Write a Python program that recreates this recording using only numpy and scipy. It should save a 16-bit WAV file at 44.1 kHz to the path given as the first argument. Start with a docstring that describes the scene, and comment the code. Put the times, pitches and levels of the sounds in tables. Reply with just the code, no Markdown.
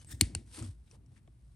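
"""A steel carabiner's sprung gate snaps shut, and a lighter clack of steel on steel follows.
Two hands work the carabiners on a carpeted floor, close to the microphone in a quiet, dead room.
The hand damps the ringing steel, and the floor thumps under each blow. Fingers, rope and metal
scuff over the carpet pile with a few tiny ticks, above a low room rumble."""
import sys
import numpy as np
from scipy import signal
from scipy.fft import rfft, irfft
from scipy.io import wavfile
from scipy.ndimage import uniform_filter1d

SR = 44100
rng = np.random.default_rng(int(sys.argv[2]) if len(sys.argv) > 2 else 0)


def dump_mix(stems):
    """Bounce the given channels to the path in sys.argv[1] as a 16-bit WAV at rate SR."""
    frames = np.atleast_2d(stems).T  # one column per channel
    limited = np.clip(frames, -1, 1)  # hard clip at full scale
    pcm = np.round(limited * 32767).astype(np.int16)
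    wavfile.write(sys.argv[1], SR, pcm)


N = 68355
BIN_HZ = np.arange(N + 1) * SR / (2 * N)  # the frequencies that the filters work on
GATE_S, CLACK_S = .2105, .3498  # when the two clicks happen
CONTACT_S = .00042  # the ring builds up while the steel faces chatter
RUB_WIDTH = .44  # stereo width of the rubbing

# tone colour of the crack when steel hits steel: f/Hz, level/dB
CRACK_COLOUR = [(300, -9), (900, -6.5), (1400, -16.5), (1900, -11), (2400, -2), (3300, -7.5), (4400, 0.5),
                (5700, -6.5), (8500, 0.5), (10500, -11.5), (12500, -21), (16000, -23)]
# lighter touches have less treble than the gate: f/Hz, gain/dB
LIGHT_TOUCH = [(1000, 6), (1800, 2.5), (2850, 3), (3500, -20), (4300, -0.5), (6200, 2.5), (11000, -1.5),
               (13500, -10)]


def gate_snap():
    """The spring slams the gate shut. Returns the steel's ring and the crack of the hit."""
    # tones of the gate: f/Hz, level/dB, t60/s (t60 is the time to fade by 60 dB)
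    tones = [(2228, -17.5, 0.015), (2890, -17.5, 0.007), (3740, -23, 0.0082), (4276, -13.5, .009),
             (4730, -16, .008), (6230, -19, 0.0037), (7530, -6.5, 0.0069), (8300, -29, .03),
             (8610, -25.5, .025), (9160, -32, .045), (9300, -12.5, 0.017), (11600, -21.5, 0.0033),
             (11950, -25.5, 0.017), (14600, -16, 0.0094)]
    return steel(GATE_S, tones), crack(GATE_S, db=-15.5, t60=.015)


def light_clack():
    """Steel hits steel and bounces once. Returns the ring and the double crack."""
    # tones of the clack: f/Hz, level/dB, t60/s
    tones = [(480, -45, .025), (780, -46, .012), (1535, -43.5, 0.021), (2790, -34, 0.017),
             (4350, -32, .011), (5160, -28, 0.0057), (6200, -29.5, 0.0064), (6980, -28, 0.0072),
             (7750, -26.5, .004), (8740, -16, 0.00595), (11300, -34.5, 0.0053)]
    hit = crack(CLACK_S, db=-27, t60=.007)
    bounce = crack(CLACK_S + .0014, db=-31, t60=.007)
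    return steel(CLACK_S, tones), shape(hit + bounce, response(LIGHT_TOUCH))


def steel(start, tones):
    """Struck steel rings briefly in the hand; neighbouring tones swing in opposite directions."""
    return sum((-1) ** k * amp(db) * ring(start, hz, t60) for k, (hz, db, t60) in enumerate(tones))


def ring(start, hz, t60):
    """One fading tone of the steel."""
    return fade(start, CONTACT_S, t60) * np.sin(2 * np.pi * hz * since(start))


def crack(start, db, t60):
    """Steel faces chatter as they meet, making a short burst of noise."""
    envelope = fade(start, CONTACT_S, t60)
    burst = even(rng.standard_normal(N) * envelope)
    return amp(db) * coloured(burst, CRACK_COLOUR) * np.sqrt(np.mean(envelope ** 2))


def floor_thumps():
    """The floor answers each blow through the carpet; its lowest tones come last."""
    # tones of the floor: f/Hz, level/dB, t60/s, delay/s
    tones = [(54.6, -8.5, 0.25, 0.014), (91, 5.5, .075, .0085), (232.8, -7.5, 0.044, 0.0071),
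             (302.4, 0.5, 0.043, .004), (352, -7, 0.029, 0.00052)]
    # blows on the floor: t/s, level/dB, pitch/ratio, gain of the upper three tones/dB
    blows = [(.126, -36.5, 1.05, -10.5), (.2109, -20.5, 1.003, 3), (0.3493, -32, 1.05, -1.5),
             (0.5759, -47, 1.03, 13.5), (0.5954, -42, 1.08, 3), (.622, -43, 1., 7.5), (1.276, -62, 1.1, 10)]
    out = np.zeros(N)
    for start, db, pitch, upper_db in blows:
        for k, (hz, tone_db, t60, delay) in enumerate(tones):
            gain = amp(db + tone_db + upper_db * (k >= 2))
            swing = np.sin(2 * np.pi * hz * pitch * since(start + delay))
            out -= gain * fade(start + delay, rise=.0037, t60=t60) * swing
    return out


def ticks():
    """Light touches of the gate and sleeve: a bright ring, a lower body ring and a tiny crack."""
    # touches: t/s, level/dB, bright ring f/Hz, t60/s, body ring f/Hz
    touches = [(.0463, -45, 9800, 0.0084, 7670), (.5744, -41, 8600, 0.012, 1280),
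               (.589, -36, 8800, 0.0042, 1030), (.625, -37.5, 8240, 0.0082, 1320),
               (.9122, -49, 5700, 0.011, 2560), (1.061, -67, 5640, .018, 2300),
               (1.177, -58, 2320, .0097, 1780), (1.2758, -56, 3370, .005, 2180)]
    grit = amp(-4.5) * shape(noise(CRACK_COLOUR), response(LIGHT_TOUCH))
    out = np.zeros(N)
    for start, db, hz, t60, body_hz in touches:
        body = amp(-11) * ring(start, body_hz, t60=.025)
        out += amp(db) * (ring(start, hz, t60) + body + grit * fade(start, CONTACT_S, t60))
    return out


def lingering_ring():
    """The steel still rings faintly as the hand takes hold."""
    # faint tones: f/Hz, level/dB, t60/s
    tones = [(2980, -70, 0.24), (6220, -59.5, 0.077)]
    return steel(0, tones)


def finger_slide():
    """Fingers slide along the steel and scrape it into ringing."""
    # loudness of the slide: t/s, level/dB
    levels = [(.045, -100), (.08, -65), (.105, -53.5), (.126, -48), (.134, -60), (.15, -57.5),
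              (.165, -69.5), (.205, -65), (.23, -110)]
    # its tone colour: f/Hz, level/dB
    colour = [(300, -6.5), (2600, -4.5), (6500, 0.5), (9700, 5), (10800, -7), (15500, -12), (16500, -26)]
    # pitches where the steel rings along: f/Hz, width/Hz, boost/dB
    peaks = [(1820, 630, 12.5), (3620, 360, 7), (5330, 260, 4), (8300, 670, 7.5), (12600, 800, 8.5),
             (15000, 600, 7)]
    return rub(levels, colour, flutter_db=2.5, peaks=peaks)


def squeaks():
    """Skin catches on the steel for a moment and gives a thin squeak."""
    # catches: t/s, level/dB, f/Hz, rise/s, t60/s
    catches = [(.064, -50.5, 8263, 0.0077, .22), (0.109, -48.5, 15180, 0.0028, 0.075)]
    return sum(amp(db) * np.sin(wavering_phase(hz, wobble=.02, rate=1700)) * fade(start, rise, t60)
               for start, db, hz, rise, t60 in catches)


def skin_rasp():
    """Skin sticks and slips on the steel just before letting go: a rough stack of seven tones."""
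    # average loudness of each tone: t/s, level/dB
    levels = [(.09, -100), (.11, -70.5), (.127, -56), (.135, -71.5), (.19, -110)]
    phase = wavering_phase(1800, wobble=.06, rate=1500)
    return curve(levels) * sum((1 + .5 * wander(400)) * np.sin(k * phase) for k in range(1, 8))


def carpet_brush():
    """Hand and rope brush over the carpet."""
    # loudness of the brushing: t/s, level/dB
    levels = [(0, -61.5), (.026, -65.5), (.04, -73.5), (.45, -79), (.52, -61), (.555, -49.5), (.6, -55),
              (.65, -56.5), (.69, -62.5), (.77, -83.5), (.85, -82), (.92, -68.5), (.958, -68.5), (.99, -99),
              (1.175, -73), (1.21, -89), (1.55, -80.5)]
    # its tone colour: f/Hz, level/dB
    colour = [(290, -32.5), (500, -6), (655, -16), (976, -7.5), (1110, -10), (2100, -11), (5230, -9),
              (7260, -13.5), (8490, -2.5), (11300, -13), (15000, -73)]
    return rub(levels, colour, flutter_db=1.85)


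def rub(levels, colour, flutter_db, peaks=()):
    """Rubbing is thousands of tiny, uneven slips a second; it swells with the speed of the hand."""
    slips_per_s, size_spread_db = 8400, .5
    body = amp(sum(db / (1 + (2 * (BIN_HZ - hz) / width) ** 2) for hz, width, db in peaks))

    def slips():
        sizes = amp(size_spread_db * np.minimum(rng.exponential(size=N), 5)) * rng.standard_normal(N)
        slipping = rng.random(N) < slips_per_s / SR
        return coloured(shape(sizes * slipping, body), colour)
    return spread(slips(), slips(), RUB_WIDTH) * curve(levels) * amp(flutter_db * wander(160))


def scuffs():
    """Short pushes of steel over the carpet, each a puff of rubbing noise."""
    # pushes: t/s, level/dB, centre f/Hz, rise/s, t60/s
    pushes = [(.574, -59.5, 610, 0.0078, 0.17), (0.621, -48.5, 543, 0.001, 0.034),
              (0.871, -63.5, 2950, 0.0054, 0.053), (0.919, -56, 386, 0.016, 0.15),
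              (0.941, -63.5, 830, .006, 0.094), (1.11, -62, 500, 0.0082, 0.078),
              (1.154, -51, 1870, 0.021, 0.08), (1.2764, -56.5, 610, 0.0014, 0.026)]
    out = np.zeros(N)
    for start, db, hz, rise, t60 in pushes:
        hump = [(hz / 16, -48), (hz, 0), (hz * 16, -48)]  # falls 12 dB per octave on both sides
        out += amp(db) * noise(hump) * fade(start, rise, t60)
    return out


def carpet_drag():
    """The carabiner drags dully over the carpet, sticking and slipping as it is pushed away."""
    # loudness of the drag: t/s, level/dB
    levels = [(.05, -70), (.12, -51.5), (.19, -58), (.27, -49), (.39, -50), (.45, -62), (.56, -65),
              (.595, -47.5), (.645, -45.5), (.72, -63), (.8, -78), (1., -64), (1.33, -76)]
    # its tone colour: f/Hz, level/dB
    colour = [(30, -28.5), (52, -3), (90, 3.5), (130, -2), (160, -3.5), (190, -11), (235, -2.5),
              (320, -5.5), (420, -19.5), (700, -26), (4000, -70.5)]
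    # loudness of the low stick-and-slip shudder: t/s, level/dB
    shudder_levels = [(.56, -60.5), (.595, -49), (.65, -43.5), (.675, -44.5), (.698, -35), (.725, -50),
                      (.76, -70.5)]
    scrape = noise(colour) * curve(levels)
    shudder = np.sin(wavering_phase(90, wobble=.1, rate=28)) * curve(shudder_levels)
    return scrape + shudder


def room_echo(rings):
    """Both clicks spread all round and bounce off nearby surfaces; the rings add a little colour."""
    # tone colour of the echo: f/Hz, level/dB
    colour = [(100, -3.5), (400, 2), (700, -6), (1200, -11.5), (2300, 3.5), (3250, -4.5), (4400, 1.5),
              (5800, -4.5), (7000, -5.5), (8400, 1.5), (9700, 1), (10400, -9.5), (13000, -32.5)]
    gate = amp(10) * signal.unit_impulse(N, int(GATE_S * SR))
    clack = amp(-3) * signal.unit_impulse(N, int(CLACK_S * SR))
    sent = gate + clack + amp(-13.5) * rings

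    def scatter(db, t60):
        burst = even(rng.standard_normal(N) * fade(start=.0013, rise=.0061, t60=t60))
        return amp(db) * coloured(burst, colour) / np.sqrt(N)
    # quick early echoes plus a faint tail
    mid, side = (scatter(db=-28, t60=.029) + scatter(db=-25.5, t60=.27) for _ in range(2))
    return signal.fftconvolve(sent[None], spread(mid, side, width=.26), axes=1)[:, :N]


def room_rumble():
    """The room rumbles low, with a trace of hiss; the sound is wider towards the treble."""
    # tone colour of the rumble: f/Hz, level/dB
    colour = [(20, -38), (35, -19), (57, 6), (80, -5.5), (120, -2.5), (170, -15.5), (500, -35.5),
              (1000, -41), (7000, -54), (9200, -45), (12300, -56.5), (13200, -68.5), (17000, -74.5)]
    # the part that is opposite in left and right: f/Hz, gain/dB
    side_gain = [(60, -21.5), (250, -7.5), (1000, -2.5)]
    mid = noise(colour)
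    side = shape(noise(colour), response(side_gain))
    return amp(-57) * np.sqrt(2) * spread(mid, side, width=.99)


def place_left(x, lean):
    """Make a sound louder on the left, and a hair earlier there."""
    # left minus right, before scaling by lean: f/Hz, level/dB
    balance = [(100, 0.37), (200, 4), (350, 4), (800, 2), (1300, 5.5), (2400, 9), (4400, 5.5), (7000, 7.5),
               (8700, 0.2), (15000, 2)]
    # how far the left side is ahead: f/Hz, phase/rad
    head_start = [(100, .045), (500, 1), (3000, .8), (4000, .15), (5500, 0.54), (6500, .3), (9400, 1.5),
                  (15000, 2.1)]
    lead = np.interp(BIN_HZ, *np.array(head_start).T)
    left = response(balance) ** (lean / 2) * np.exp(.5j * lead)
    return shape(x, np.array([left, 1 / left]))


def spread(mid, side, width):
    """Left and right from a shared part and an opposite part."""
    return (mid + width * side * np.array([[1], [-1]])) / np.hypot(1, width)


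def amp(db):
    """Turn decibels into a gain."""
    return 10 ** (np.asarray(db) / 20)


def since(start):
    """Seconds since a moment, zero before it."""
    return np.maximum(np.arange(N) / SR - start, 0)


def fade(start, rise, t60):
    """Rise smoothly, then die away by 60 dB every t60 seconds."""
    t = since(start)
    return (1 - np.exp(-(t / rise) ** 2)) * np.exp(-np.log(1000) * t / t60)


def curve(points):
    """Gain over time from points of t/s, level/dB."""
    return amp(np.interp(since(0), *np.array(points).T))


def response(points):
    """Gain at each frequency from points of f/Hz, level/dB."""
    hz, db = np.array(points).T
    return amp(np.interp(np.log(BIN_HZ + 1), np.log(hz), db))


def shape(x, gain):
    """Filter a sound with one gain for each frequency."""
    return irfft(rfft(x, 2 * N) * gain)[..., :N]


def coloured(x, colour):
    """Give a sound a tone colour and a typical size of 1."""
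    y = shape(x, response(colour))
    return y / y.std()


def noise(colour):
    """Steady noise with a tone colour."""
    return coloured(rng.standard_normal(N), colour)


def even(x, smooth_hz=500):
    """Level out the broad chance peaks in a burst's spectrum."""
    power = uniform_filter1d(np.abs(rfft(x, 2 * N)) ** 2, size=int(smooth_hz * 2 * N / SR))
    return shape(x, power ** -.5)


def wander(rate):
    """A random drift of typical size 1 that turns about `rate` times a second."""
    hold = int(SR / rate)
    steps = np.repeat(rng.standard_normal(N // hold + 1), hold)
    drift = uniform_filter1d(steps, hold)[:N]
    return drift / drift.std()


def wavering_phase(hz, wobble, rate):
    """Phase of a stick-and-slip tone whose pitch drifts by about the fraction `wobble`."""
    return 2 * np.pi * np.cumsum(hz * (1 + wobble * wander(rate))) / SR


def scene():
    """Steel, floor and rubbing, left of centre, over the room's echo and rumble."""
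    clack_ring, clack_crack = light_clack()
    gate_ring, gate_crack = gate_snap()
    rings = gate_ring + clack_ring + lingering_ring() + ticks() + floor_thumps()
    rubs = finger_slide() + carpet_brush() + spread(scuffs(), scuffs(), RUB_WIDTH)
    rubs += squeaks() + skin_rasp()
    direct = rings + gate_crack + clack_crack + carpet_drag()
    room = room_echo(rings) + room_rumble()
    return place_left(direct, lean=.94) + place_left(rubs, lean=.44) + place_left(room, lean=.45)


def record(dry):
    """Drop the deepest bass and cut the highest treble."""
    low_cut = signal.butter(2, 32, "high", fs=SR, output="sos")
    top_cut = signal.ellip(8, .2, 80, 16500, fs=SR, output="sos")
    return signal.sosfilt(top_cut, signal.sosfilt(low_cut, dry))


dry = scene()
out = record(dry)
dump_mix(out)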